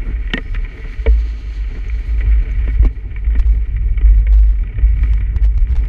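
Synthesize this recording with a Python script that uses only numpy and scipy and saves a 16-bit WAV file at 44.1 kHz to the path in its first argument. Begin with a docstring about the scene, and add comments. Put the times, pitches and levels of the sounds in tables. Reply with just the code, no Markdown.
"""A camera clamp on a bicycle handlebar sways near 51 Hz: bumps restart sines, random shaking adds on.
Knocks strike the resonances of frame and housing, dry bright clicks come in runs of noise bursts, and
tyres crunch, snap and scuff on frozen snow: grainy or swelling noise, partly heard through the housing.
Low noise makes wind, road jolts and drone; a car hisses past on slush and a thin sine whistles once."""
import sys
import numpy as np
from scipy import signal
from scipy.fft import rfft, irfft, next_fast_len
from scipy.io import wavfile
from scipy.ndimage import map_coordinates

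SR = 44100
rng = np.random.default_rng(int(sys.argv[2]) if len(sys.argv) > 2 else 0)


def transcribe(u):
    """Save the signal u as a 16-bit wav file named by the first command-line argument.

    u: samples, shape (n,) or (channels, n), limited to [-1, 1]; the rate is SR.
    q: integer samples, one column per channel.
    """
    v = np.clip(np.atleast_2d(u).T, -1, 1)
    q = np.round(v * 32767).astype(np.int16)
    wavfile.write(sys.argv[1], SR, q)


N = 259308

# Resonances. Each row: centre in Hz, width in Hz, relative level in dB.
# Dull and sharp modes of the housing, modes of the frame, metal ringing on hard blows, high chirp.
DULL_MODES = [(442, 30.6, 0), (608, 110, -15), (927, 72, -25)]
SHARP_MODES = [(1014, 47, -8), (1245.5, 31, -1.5), (1471, 160, -5), (1824, 57, 1.5), (1948, 73, 3),
               (2244, 102.5, 4), (2443, 154, -5.5), (2683, 63, -6.5), (2968, 320, -14), (3710, 75, -16.5)]
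FRAME_MODES = [(162, 74, -3.5), (255.8, 26.2, 5), (342, 86, -4)]
BRACKET_MODES = [(1842, 17, 0), (2665, 19, -17), (2975, 380, -12), (1430, 120, -11.5)]
CHIRP_MODE = [(6320, 130, 0)]

# Source spectra. Each row: frequency in Hz, relative level in dB per Hz.
# Wind, road jolts, slush spray, clicks, fine hiss, cracks and scuffs.
WIND_SPECTRUM = [(5, -56), (14, -5), (28, 12.5), (38, 22), (55, -37.5), (300, -120)]
JOLT_SPECTRUM = [(45, -30.5), (63, -2), (100, -2), (130, -14.5), (250, -32.5), (1500, -120)]
SPRAY_SPECTRUM = [(2500, -11.5), (3300, -8), (3700, -12.5), (4300, -5), (4900, -16), (5600, -20),
                  (6450, -15), (7300, -25), (9000, -32.5), (13000, -40)]
CLICK_SPECTRUM = [(200, 13), (1000, 14.5), (3000, 9), (6000, -1), (10000, -14.5), (15000, -24)]
HISS_SPECTRUM = [(300, -14), (4000, -11), (8000, -23), (12000, -25), (16000, -40.5)]
CRACK_SPECTRUM = [(800, -24.5), (2600, -14.5), (3050, -2.5), (3300, -0.5), (4000, -19.5), (7500, -34),
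                  (16000, -68)]
SCUFF_SPECTRUM = [(50, -22), (100, -0.5), (250, -6), (450, -17), (700, -29.5), (1500, -24.5), (4000, -78.5)]

# Transmission. Each row: frequency in Hz, gain in dB.
# The shell of the housing, soft rubber tyres that pass little treble, the colour of the car's wash.
SHELL_GAIN = [(500, -17), (1000, -1.5), (3200, 1.5), (4000, -9), (8000, -33.5), (16000, -56.5)]
RUBBER_GAIN = [(600, -4), (1000, 0.5), (3000, -22), (16000, -67)]
WASH_GAIN = [(600, -4), (1200, 2.5), (2000, -8), (3000, 7), (4000, -1.5)]

# Snow under the tyres. Each row: time in seconds, crunch level in dB.
CRUNCH_LEVEL = [(0.0, -42), (.45, -46), (.6, -43), (0.8, -41.5), (1.4, -51), (1.77, -45.5), (2.05, -46),
                (2.3, -41), (2.7, -41.5), (2.9, -50.5), (3.3, -49.5), (3.65, -49.5), (4.1, -49), (4.4, -53),
                (4.75, -47), (5.14, -45.5), (5.5, -53), (5.88, -46.5)]
# Unevenness of the snow. 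Each row: time in seconds, lumpiness in dB.
SNOW_LUMPINESS = [(0, 2), (2.7, 2.5), (3.1, 3.5), (5.88, 2.5)]
# Road jolts. Each row: time in seconds, level in dB.
JOLT_LEVEL = [(0, -38), (.24, -38.5), (.6, -31.5), (1.2, -39.5), (1.9, -38), (2.6, -25.5), (2.92, -36.5),
              (3.3, -29), (3.55, -31), (4.0, -26), (4.5, -31.5), (5.0, -23.5), (5.5, -28.5), (5.88, -25.5)]
# Steady shaking of the handlebar. Each row: time in seconds, swing in dB.
SHAKING_LEVEL = [(0, -18), (.7, -25), (.95, -29), (1.6, -22.5), (2.4, -21), (3.1, -20), (3.75, -12.5),
                 (4.3, -21), (5.25, -17.5), (5.88, -17.5)]

# Knocks. Each row: time in seconds, then relative dB of the blow, push on the frame, push on the housing.
KNOCK_EVENTS = [(0.302, -21, 13, 13), (0.335, -4.5, 33, 25), (0.375, -11, 26, 31), (0.545, -15.5, 9, -8),
                (1.0609, -15.5, 26, 39.5), (1.7486, -28.5, 15.5, -15), (2.2053, -21, 1, 17.5),
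                (2.676, -24, 21, 17.5), (2.826, -30, 21.5, 14), (2.8472, -27, 29.5, 20),
                (3.3501, -24, 20, 13), (3.9736, -24, 1.5, 9), (4.011, -25.5, 16, -5),
                (4.266, -21.5, -0.5, 20), (4.783, -25.5, 11.5, 15.5), (5.03, -22, 18, 4),
                (5.2048, -24.5, 13.5, -6)]
# Runs of clicks. Each row: time of the main click in seconds, its relative level in dB, fade in dB a click.
CLICK_RUNS = [(0.386, -34, 21), (.475, -36, 18), (0.545, -21, 11), (2.848, -20.5, 11), (2.859, -18.5, 19),
              (3.394, -15, 11.5), (3.469, -26.5, 4.5), (4.096, -31, 21), (4.192, -29, 5),
              (4.324, -22, 17.5), (4.336, -21.5, 6), (4.388, -27, 1.8), (4.491, -33.5, 1.5),
              (5.033, -27, 10), (5.133, -19.5, 23), (5.362, -17.5, 15.5), (5.448, -18.5, 9.5),
              (5.423, -26, 14), (5.576, -20, 10), (5.713, -27, 1.5), (5.763, -17.5, 5.5), (5.852, -26.5, 8)]
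# Drops of the wheel into a rut. Each row: start in seconds, relative level in dB, pitch in Hz.
LURCH_EVENTS = [(2.795, -1.5, 58), (2.856, 1, 45.6), (3.384, 2.5, 31.33), (4.037, -3.5, 50.32),
                (5.358, 0, 50.6), (5.574, -3.5, 60.4), (5.765, -3.5, 32)]
# Bumps that set the clamp swinging. Each row: start in seconds, swing in dB, T60 in seconds, pitch in Hz.
BUMP_EVENTS = [(.975, -10, 0.23, 52.5), (1.065, -3, 0.81, 53.9), (2.068, -12.5, 1.4, 54.05),
               (2.256, -8.5, 2.3, 52.8), (2.39, -14.5, 1, 44.7), (2.554, -9, 0.85, 53.46),
               (2.794, -3.5, 0.38, 51.3), (2.857, -15, 1.7, 51.2), (3.257, -7.5, 1.08, 52.77),
               (3.441, -8.5, 0.93, 52.1), (4.038, -4.5, 1.14, 50.66), (4.273, -4.5, 1.8, 50),
               (4.596, -8.5, 0.46, 50.15), (4.815, -6.5, 0.89, 51.9), (4.997, -5, 0.48, 53.1),
               (5.092, -4, 0.34, 53.4), (5.403, -9.5, 1.54, 51.76), (5.574, -9, 0.39, 46.8),
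               (5.694, -8, 0.57, 60.1)]
# The tyre scuffing over a ridge. Each row: start in seconds, length in seconds, level in dB.
SCUFF_EVENTS = [(0.047, 0.087, -30), (0.836, 0.028, -31.5), (1.752, 0.044, -32.5), (5.319, 0.06, -37.5),
                (5.665, 0.097, -40)]
# Plates of crust snapping under the tyre. Each row: time in seconds, relative level in dB.
SNAP_EVENTS = [(.273, -24), (0.559, -18), (.646, -24), (1.897, -22), (3.16, -23.5), (3.243, -26),
               (3.2658, -30), (3.302, -28.5), (3.332, -26), (3.4246, -25.5), (3.763, -24), (4.053, -30.5),
               (4.086, -33.5), (4.141, -33), (4.585, -30), (4.6358, -29.5), (4.672, -28.5), (4.7546, -29),
               (4.987, -26), (5.0565, -26), (5.0947, -31.5), (5.2226, -32), (5.2904, -31.5), (5.669, -30),
               (5.7674, -30)]
# Short high chirps. Each row: time in seconds, relative level in dB.
CHIRP_EVENTS = [(1.882, -28.5), (2.512, -33)]

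# Car: spray level at the nearest moment, that moment, time to drive its nearest distance, power of 1 / r.
CAR_DB, PASS_S, NEAR_S, FALL = -51.5, 1.44, 0.86, 2.64
SQUEAK_S, SQUEAK_DB, SQUEAK_RISE_S, SQUEAK_FALL_S = 0.41, -63, 0.035, 0.2
WIND_DB, WIND_GROWS = -2, 0.78  # over the mean shaking; dB for each dB of shaking
DRONE_DB, DRONE_CRUNCH = -45, 0.56  # mean level; dB for each dB of crunch
CLICK_GAP_S, CLICK_SCATTER_DB = 0.01, 3.5  # mean gap between clicks; spread of their levels
BUILD = 1.2  # a run builds up this much faster than it fades
DRAG_DB, DRAG_T60_S = -2, 0.05  # energy of the rough drag relative to its push
SWAY_HZ, SWAY_WANDER_HZ = 51.53, 1.97  # pitch of the steady swing and its drift
SHAKE_RATE = 12  # random points a second in the shaking
BUMP_RISE_S = 0.014
END_CLICK_DB, END_CLICK_RISE_DB_PER_S = -41, 1.7  # click level over the swing at the start, and its rise
TOP_HZ = 15800  # band limit


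def amp(db):
    """Decibel law: 20 dB for each factor of ten in amplitude."""
    return 10 ** (np.asarray(db) / 20)


def unit(x):
    """Power normalisation: x at rms 1."""
    return x / np.sqrt(np.mean(x ** 2) + 1e-20)


def curves(rows):
    """Linear interpolation: one value per sample for each column after the time."""
    s, *cols = np.transpose(rows)
    return [np.interp(np.arange(N) / SR, s, c) for c in cols]


def wobble(rate):
    """Spline interpolation of random points, rate of them a second, into a smooth curve."""
    return map_coordinates(rng.standard_normal(N // 100), [np.arange(N) * rate / SR])


def filtered(x, response):
    """Linear filtering: the spectrum of x times a complex response of frequency."""
    m = next_fast_len(N + SR // 2)
    return irfft(rfft(x, m) * response(np.fft.rfftfreq(m, 1 / SR)), m)[..., :N]


def coloured(x, points):
    """Spectral shaping: gain in dB interpolated over log frequency."""
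    f, db = np.transpose(points)
    return filtered(x, lambda hz: amp(np.interp(np.log(hz + 1), np.log(f + 1), db)))


def rung(x, modes):
    """Modal superposition: damped second-order resonances summed with alternating sign."""
    def response(f):
        return sum((-1) ** k * amp(db) * 1j * f * width / (hz * hz - f * f + 1j * f * width)
                   for k, (hz, width, db) in enumerate(modes))
    return filtered(x, response)


def bursts(times, levels_db, t60, rise):
    """Impulsive excitation: at each time, decaying noise with the energy given by its level."""
    out, t = np.zeros(N + SR), np.arange(SR // 20) / SR
    for s, db, decay in np.broadcast(times, levels_db, t60):
        envelope = (1 - np.exp(-t / rise)) * amp(-60 * t / decay)
        burst = envelope * rng.standard_normal(len(t))
        out[round(s * SR):][:len(t)] += amp(db) * burst / np.linalg.norm(burst)
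    return out[:N]


def grit(spread_db, rate, lumpy_db):
    """Granular fracture: dense noise in which a few samples stand out, in lumps."""
    grain_db = spread_db * np.minimum(rng.exponential(size=N), 8)
    return rng.standard_normal(N) * amp(grain_db + lumpy_db * wobble(rate))


def car():
    """Spreading with distance: slush spray, and a wash through the housing, swell and fall by 1 / r."""
    t = np.arange(N) / SR
    level_db = CAR_DB - FALL * 10 * np.log10(1 + ((t - PASS_S) / NEAR_S) ** 2)
    through_housing = coloured(rung(rng.standard_normal(N), SHARP_MODES), SHELL_GAIN)
    wash = unit(coloured(through_housing, WASH_GAIN))
    spray = unit(coloured(grit(1.0, rate=30, lumpy_db=2.0), SPRAY_SPECTRUM))
    return amp(level_db) * (spray + amp(0.5) * wash)


def squeak():
    """Frequency modulation: one thin whistle, a sine of slightly unsteady pitch."""
    whistle_hz = 5220 + 12 * wobble(25)
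    corners = SQUEAK_S + np.cumsum([0, SQUEAK_RISE_S, SQUEAK_FALL_S])
    level = np.interp(np.arange(N) / SR, corners, [0, 1, 0])
    return amp(SQUEAK_DB) * level * np.sin(2 * np.pi * np.cumsum(whistle_hz) / SR)


def wind(shake_db):
    """Turbulent pressure: gusty low noise on the microphone port, louder with the shaking."""
    faster = shake_db - shake_db.mean()
    level_db = shake_db.mean() + WIND_DB + WIND_GROWS * faster
    gusts = amp(3.2 * wobble(10.0))
    return amp(level_db) * unit(gusts * coloured(rng.standard_normal(N), WIND_SPECTRUM))


def jolts(lumps_db):
    """Random excitation by the road: bass noise of fluctuating strength."""
    level_db, = curves(JOLT_LEVEL)
    flutter = amp(lumps_db + 2.7 * wobble(22))
    return amp(level_db) * unit(flutter * coloured(rng.standard_normal(N), JOLT_SPECTRUM))


def drone(lumps_db):
    """Forced resonance: gritty shaking rings the frame and the dull housing modes."""
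    crunch_db, = curves(CRUNCH_LEVEL)
    rougher = crunch_db - crunch_db.mean()
    level_db = DRONE_DB + DRONE_CRUNCH * rougher + 0.34 * lumps_db
    shaking = grit(2, rate=35, lumpy_db=2.5)
    return amp(level_db) * unit(coloured(rung(shaking, FRAME_MODES + DULL_MODES), RUBBER_GAIN))


def rumble():
    """Superposition of wind, road jolts and the drone of the frame."""
    shake_db, = curves(SHAKING_LEVEL)
    lumps_db = 0.5 * wobble(6)  # rough patches act on jolts and drone together
    return wind(shake_db) + jolts(lumps_db) + drone(lumps_db)


def tyres():
    """Fracture noise through a resonant shell: crunching snow, and a fine hiss that follows its level."""
    level_db, = curves(CRUNCH_LEVEL)
    lumpy_db, = curves(SNOW_LUMPINESS)
    breaking = grit(3.4, rate=95, lumpy_db=lumpy_db)
    crunch = unit(coloured(rung(breaking, SHARP_MODES), SHELL_GAIN))
    hiss_db = -21.5 + 4.1 * wobble(5.7) + 2.8 * wobble(30)  # relative to the crunch
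    hiss = amp(hiss_db) * unit(coloured(rng.standard_normal(N), HISS_SPECTRUM))
    return amp(level_db) * (crunch + hiss)


def scuffs():
    """Friction noise: a swell of rough low noise for each scuff."""
    t = np.arange(N) / SR
    swell = np.zeros(N)
    for s, length, db in SCUFF_EVENTS:
        progress = np.clip((t - s) / length, 0, 1)
        swell += amp(db) * np.sqrt(np.abs(np.sin(np.pi * progress)))
    return swell * unit(coloured(rng.standard_normal(N), SCUFF_SPECTRUM))


def snaps():
    """Brittle fracture: short bursts ring the sharp housing modes, and two chirps ring a high mode."""
    s, db = np.transpose(SNAP_EVENTS)
    chirp_s, chirp_db = np.transpose(CHIRP_EVENTS)
    breaks = bursts(s, db + 27.5, t60=0.017, rise=0.0004)
    crust = coloured(rung(breaks, SHARP_MODES), SHELL_GAIN)
    chirps = rung(bursts(chirp_s, chirp_db + 22.0, t60=0.034, rise=0.003), CHIRP_MODE)
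    return crust + chirps


def clicks():
    """Trains of short broadband pulses: dry bright clicks in runs that build to a main click and fade."""
    s, db, fade_db = np.transpose(CLICK_RUNS)[:, :, None]
    k = np.arange(-3, 13)  # place in the run; the main click is 0 and is not scattered
    others = k != 0
    scatter_db = CLICK_SCATTER_DB * rng.standard_normal((len(CLICK_RUNS), len(k))) * others
    click_db = db - fade_db * np.maximum(k, -BUILD * k) + scatter_db
    jitter_s = 0.0026 * rng.standard_normal(click_db.shape) * others
    when = s + CLICK_GAP_S * k + jitter_s
    t60 = np.interp(click_db, [-33, -22], [0.004, 0.013])  # weak clicks are the shortest
    return coloured(bursts(when, click_db, t60=t60, rise=0.0071), CLICK_SPECTRUM)


def knocks():
    """Impact excitation of modes: blows from the road crack, rattle the shell and push the low modes."""
    s, sharp_db, thud_db, tock_db = np.transpose(KNOCK_EVENTS)

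    def blow(db):
        """Ideal impulse: one sample, 30 samples after each knock's time."""
        return np.bincount((s * SR).astype(int) + 30, amp(db), N)

    def push(db):
        """Impulse and friction: a blow with a rough drag."""
        return blow(db - 2.5) + bursts(s, db + DRAG_DB, t60=DRAG_T60_S, rise=0.0024)

    scrape_s = np.interp(sharp_db, [-17, -3], [0.045, 0.014])  # soft contacts drag on, hard ones are brief
    rattle = rung(bursts(s, sharp_db + 29, t60=scrape_s, rise=0.0005), SHARP_MODES)
    crack_db = 2.0 * sharp_db  # doubled in dB, so cracks favour hard blows
    ring = rung(blow(crack_db + 44), BRACKET_MODES)
    crack = coloured(bursts(s, crack_db + 29.5, t60=0.016, rise=0.00065), CRACK_SPECTRUM)
    low = rung(push(thud_db), FRAME_MODES) + rung(push(tock_db), DULL_MODES)
    return coloured(rattle + ring, SHELL_GAIN) + crack + coloured(low, RUBBER_GAIN)


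def lurches():
    """Strongly damped oscillation: each drop is about one and a half cycles of heavy bass."""
    out, t = np.zeros(N + SR), np.arange(SR // 8) / SR
    for s, db, hz in LURCH_EVENTS:
        cycles = hz * t
        envelope = cycles * np.exp(1 - (1.68 * cycles) ** 2)
        out[round(s * SR):][:len(t)] += amp(db) * np.sin(2 * np.pi * cycles) * envelope
    return out[:N]


def swing():
    """Free and forced oscillation: bumps restart a decaying sine; random shaking is added throughout."""
    t = np.arange(N) / SR
    ringing = np.zeros(N)
    for s, db, t60, hz in BUMP_EVENTS:
        age = np.maximum(t - s, 0)
        grip = 1 - np.exp(-(age / BUMP_RISE_S) ** 2)  # the new swing replaces the old
        fresh = amp(db - 60 * age / t60) * np.sin(2 * np.pi * hz * age)
        ringing = ringing + grip * (fresh - ringing)
    drift = np.cumsum(SWAY_WANDER_HZ * wobble(11)) / SR  # in cycles
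    shake_db, = curves(SHAKING_LEVEL)
    envelope = np.hypot(wobble(SHAKE_RATE), wobble(SHAKE_RATE)) / np.sqrt(2)
    shaking = amp(shake_db) * envelope * np.sin(2 * np.pi * (SWAY_HZ * t + drift))
    return np.sqrt(2) * (ringing + shaking)  # levels are rms


def clamp():
    """Oscillation with pulses at its extremes: the camera swings and lurches, with a short click at each."""
    motion = swing() + lurches()
    ends = np.flatnonzero(np.diff(np.sign(np.diff(motion))))
    over_swing_db = END_CLICK_DB + END_CLICK_RISE_DB_PER_S * np.arange(N) / SR
    click_db = over_swing_db + 20 * np.log10(np.abs(motion) + 1e-6) + 4 * wobble(90)
    end_clicks = bursts(ends / SR, click_db[ends], t60=0.006, rise=0.00018)
    return motion + coloured(end_clicks, CLICK_SPECTRUM)


def scene():
    """Superposition: all sources add at one microphone."""
    background = car() + squeak() + rumble()
    snow = tyres() + scuffs() + snaps()
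    return (background + snow + clicks() + knocks() + clamp())[None]


def record(dry):
    """Saturation and band limiting: peaks round off near full scale, then a steep low-pass filter."""
    soft = dry / (1 + np.abs(dry / 0.99) ** 12) ** (1 / 12)
    return signal.sosfiltfilt(signal.cheby2(16, 50, TOP_HZ, fs=SR, output="sos"), soft)


dry = scene()
out = record(dry)
transcribe(out)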